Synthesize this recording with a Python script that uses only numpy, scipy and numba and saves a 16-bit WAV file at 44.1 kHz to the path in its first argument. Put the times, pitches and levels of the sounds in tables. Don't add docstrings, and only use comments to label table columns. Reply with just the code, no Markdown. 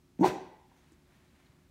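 import sys
import numpy as np
from scipy import signal
from scipy.fft import rfft, irfft
from scipy.io import wavfile
from numba import njit

SR = 44100
rng = np.random.default_rng(int(sys.argv[2]) if len(sys.argv) > 2 else 0)


def generate_wav(signal):
    frames = np.transpose(np.atleast_2d(signal))
    scaled = np.clip(frames, -1, 1) * 32767
    pcm = np.round(scaled).astype(np.int16)
    wavfile.write(sys.argv[1], SR, pcm)


N = 74970
TIME = np.arange(N) / SR


def from_db(db):
    return 10 ** (np.asarray(db) / 20)


def rms_one(x):
    return x / np.sqrt(np.mean(x ** 2) + 1e-20)


def in_time(rows):
    return np.interp(TIME, *np.transpose(rows))


def burst(rows):
    return from_db(np.interp(TIME, *np.transpose(rows), left=-200, right=-200))


def decay(age, t60):
    return np.exp(-np.log(1000) * age / t60)


def at_hz(rows, hz, column=1):
    rows = np.array(rows)
    return np.interp(np.log(np.maximum(hz, 1)), np.log(rows[:, 0]), rows[:, column])


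def butter(x, hz, kind):
    sos = signal.butter(2, np.minimum(hz, SR / 2 - 1), kind, fs=SR, output="sos")
    return signal.sosfilt(sos, x + 1e-18)


def noise(colour, peaks=()):
    hz = np.arange(N // 2 + 1) * SR / N
    lift_db = sum(lift / (1 + (2 * (hz - centre) / width) ** 2) for centre, width, lift in peaks)
    spectrum = rfft(rng.standard_normal(N)) * from_db(at_hz(colour, hz) + lift_db)
    return rms_one(irfft(spectrum, N))


def noise_band(hz, spread):
    return rms_one(butter(rng.standard_normal(N), [hz * (1 - spread), hz * (1 + spread)], "band"))


@njit
def resonate(x, hz, width):
    out, state = np.zeros(len(x)), 0j
    for i in range(len(x)):
        state = state * np.exp((2j * np.pi * hz[i] - np.pi * width) / SR) + x[i] + 1e-18
        out[i] = state.imag
    return out


def room_tone():
    # (f/Hz, level/dB)
    hum_lines = [(75.4, -73.5), (150.7, -75), (269.2, -77.5), (360.7, -77)]
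    # (f/Hz, relative level/dB)
    colour = [(25, -31), (45, 3.5), (68, 0), (105, 0), (160, 0.5), (260, -3), (370, -7.5), (500, -15.5),
              (1000, -17.5), (2500, -23), (6000, -26.5), (15000, -33.5)]
    hum = sum(from_db(db) * np.sqrt(2) * np.sin(2 * np.pi * (hz * TIME + rng.random()))
              for hz, db in hum_lines)
    return hum + from_db(-66.3) * noise(colour)


def living_room(direct):
    # (f/Hz, t60/s, level/dB)
    reverb = [(70, 0.78, -8), (130, 0.91, -14.5), (228, 0.63, -10.5), (370, 0.47, -8), (550, 0.67, -5),
              (880, 0.77, -13.5), (1350, 0.72, -9), (2200, 0.75, -7), (4500, .58, -7), (7500, .38, -4),
              (12000, .24, -6.5)]
    # (delay/s, gain)
    reflections = [(.0058, 0.15), (0.0109, 0.11)]
    delay_s, build_s = 0.004, 0.004
    edges_hz = np.geomspace(45, 18000, 19)
    white, tail = rng.standard_normal((2, N)), np.zeros(N)
    age = np.maximum(TIME - delay_s, 0)
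    build_up = 1 - np.exp(-age / build_s)
    for k, (low, high) in enumerate(zip(edges_hz, edges_hz[1:])):
        hz = np.sqrt(low * high)
        band = butter(white[k % 2], [low, high], "band") * build_up * decay(age, at_hz(reverb, hz))
        unit_gain_band = rms_one(band) * np.sqrt(2 * (high - low) / SR / N)
        tail += unit_gain_band * from_db(at_hz(reverb, hz, column=2))
    echoes = sum(gain * np.interp(TIME - delay, TIME, direct) for delay, gain in reflections)
    return direct + echoes + signal.fftconvolve(direct, tail)[:N]


def rustle():
    # (t/s, level/dB)
    brushing = [(0, -100), (.68, -79.5), (.79, -70), (.92, -72.5), (1.02, -78.5), (1.14, -69.5),
                (1.22, -71), (1.30, -74), (1.37, -70), (1.47, -71), (1.7, -82)]
    # (f/Hz, relative level/dB)
    colour = [(250, -10), (650, -0.5), (1300, -4), (2100, -2), (2800, -8), (4100, -10.5), (5000, -16),
              (7000, -16), (14000, -26)]
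    # (t/s, level/dB, centre f/Hz, half length/s)
    scuffs = [(0.784, -80.5, 6240, 0.04), (1.288, -76.5, 4000, 0.0094), (1.465, -76.5, 4000, 0.0091)]
    grain_db = 1.2 * rms_one(butter(rng.standard_normal(N), 150, "low"))
    out = from_db(in_time(brushing)) * rms_one(noise(colour) * from_db(grain_db))
    for peak_s, db, hz, half_s in scuffs:
        swell = np.exp(-((TIME - peak_s) / half_s) ** 2)
        out += from_db(db) * swell * noise_band(hz, spread=0.073)
    return out


def paws():
    # (t/s, level/dB, f/Hz, t60/s)
    knocks = [(.714, -52.5, 960, 0.044), (.919, -43, 310, 0.033), (1.161, -50.5, 187, 0.036),
              (1.328, -54, 209, 0.044), (1.496, -48.5, 135, .07)]
    # (t/s, level/dB, centre f/Hz, t60/s)
    ticks = [(.9215, -56.5, 7600, 0.005), (.929, -70.5, 7100, 0.047), (1.153, -77, 13500, .015)]
    rise_s = 0.0041
    out = np.zeros(N)
    for start, db, hz, t60 in knocks:
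        age = np.maximum(TIME - start, 0)
        envelope = np.minimum(age / rise_s, 1) * decay(age, t60)
        out += from_db(db) * envelope * np.sin(2 * np.pi * hz * age)
    for start, db, hz, t60 in ticks:
        age = np.maximum(TIME - start, 0)
        out += from_db(db) * (age > 0) * decay(age, t60) * noise_band(hz, spread=0.16)
    return out


def huff():
    # (t/s, level/dB)
    snort = [(.19, -79.5), (.198, -69.5), (.215, -58), (.23, -60.5), (.25, -74.5)]
    # (f/Hz, relative level/dB)
    snort_colour = [(1800, -10), (2800, 0), (3600, -21), (5100, -14), (5700, 1.5), (6300, 2.5),
                    (7400, -6.5), (8600, -7), (10200, -18.5), (11400, -11), (12500, -12), (14500, -10)]
    # (t/s, level/dB)
    breath = [(.19, -58), (.198, -61), (.224, -53.5), (.236, -35.5), (.256, -31), (.28, -34), (.30, -36),
              (.34, -62)]
    # (f/Hz, relative level/dB)
    breath_colour = [(35, -27), (65, -3.5), (95, -12), (135, 9), (220, 2), (400, 9.5), (520, -3),
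                     (900, 5.5), (1250, -3.5), (1700, -6.5), (2050, -3), (2600, -13), (3300, -14.5),
                     (4400, -14.5), (5200, -27), (9000, -49)]
    # (t/s, level/dB)
    hiss = [(.205, -91), (.228, -70.5), (.244, -50), (.262, -43.5), (.285, -46), (.305, -72), (.35, -78)]
    # (f/Hz, relative level/dB)
    hiss_colour = [(2000, -17), (4000, -1.5), (5100, -4.5), (5900, -2), (7000, -7), (9000, -8.5),
                   (10400, -15.5), (11500, -12.5), (15500, -17.5)]
    # (f/Hz, width/Hz, lift/dB)
    mouth_peaks = [(1540, 100, 5), (2050, 120, 0), (2570, 80, 6.5), (2820, 100, 5), (3660, 120, 3),
                   (4325, 91, 1), (5820, 160, 6.5), (6820, 120, 4.5)]
    return (burst(snort) * noise(snort_colour)
            + burst(breath) * noise(breath_colour, mouth_peaks)
            + burst(hiss) * noise(hiss_colour, mouth_peaks))


def throat_pulses():
    # (t/s, relative level/dB)
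    effort = [(.193, -8), (.21, 0.5), (.226, -1.5), (.241, 2), (.258, -2.5), (.274, -13.5), (.30, -24)]
    start_s, end_s = 0.193, 0.28
    pulse_hz, jitter, closing_s = 61.76, 0.004, 0.00032
    rasp_db, rasp_decay_s = -5.5, 0.019
    periods = (1 + jitter * rng.standard_normal(12)) / pulse_hz
    onsets = start_s + np.cumsum(periods) - periods[0]
    pulses, rasp_envelope = np.zeros(N), np.zeros(N)
    for onset in onsets[onsets < end_s]:
        age = np.maximum(TIME - onset, 0)
        pulses += (age > 0) * np.exp(-age / closing_s) / (closing_s * SR)
        rasp_envelope += (age > 0) * np.exp(-age / rasp_decay_s) / np.sqrt(rasp_decay_s * SR / 2)
    rasp = from_db(rasp_db) * rasp_envelope * rng.standard_normal(N)
    return (pulses + rasp) * from_db(in_time(effort))


def woof():
    # (t/s, share 0-1)
    jaw_opening = [(.193, 0.01), (.21, 0.06), (.226, 0.74), (.243, 1), (.27, .95), (.31, 0.26)]
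    # (closed f/Hz, open f/Hz, width/Hz, closed gain/dB, open gain/dB)
    formants = [(140, 180, 65, -19, -37.5), (252.5, 369, 42.4, -13, -14.5), (638, 622, 50, -33, -25.5),
                (723, 764.6, 29, -38, -17.5), (887, 925, 64, -35, -15), (1000, 1100, 70, -55.5, -27),
                (1408, 1532, 120, -65.5, -33.5), (1908, 2060, 150, -85, -34.5)]
    notch_hz, notch_width_hz, notch_share = 540, 100, 0.63
    chest_cut_hz = 118
    source, jaw = throat_pulses(), in_time(jaw_opening)
    voice = np.zeros(N)
    for k, (closed_hz, open_hz, width, closed_db, open_db) in enumerate(formants):
        drive = source * from_db(closed_db + jaw * (open_db - closed_db))
        hz = closed_hz + jaw * (open_hz - closed_hz)
        voice += (-1) ** k * resonate(drive, hz, width)
    notched = signal.lfilter(*signal.iirnotch(notch_hz, notch_hz / notch_width_hz, fs=SR), voice)
    voice += notch_share * (notched - voice)
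    return butter(butter(voice, chest_cut_hz, "high"), chest_cut_hz, "high")


def scene():
    bark = living_room(woof() + huff())
    return (bark + rustle() + paws() + room_tone())[None]


def record(dry):
    cutoff_hz = 15750
    return signal.sosfilt(signal.ellip(12, 0.1, 90, cutoff_hz, fs=SR, output="sos"), dry)


dry = scene()
out = record(dry)
generate_wav(out)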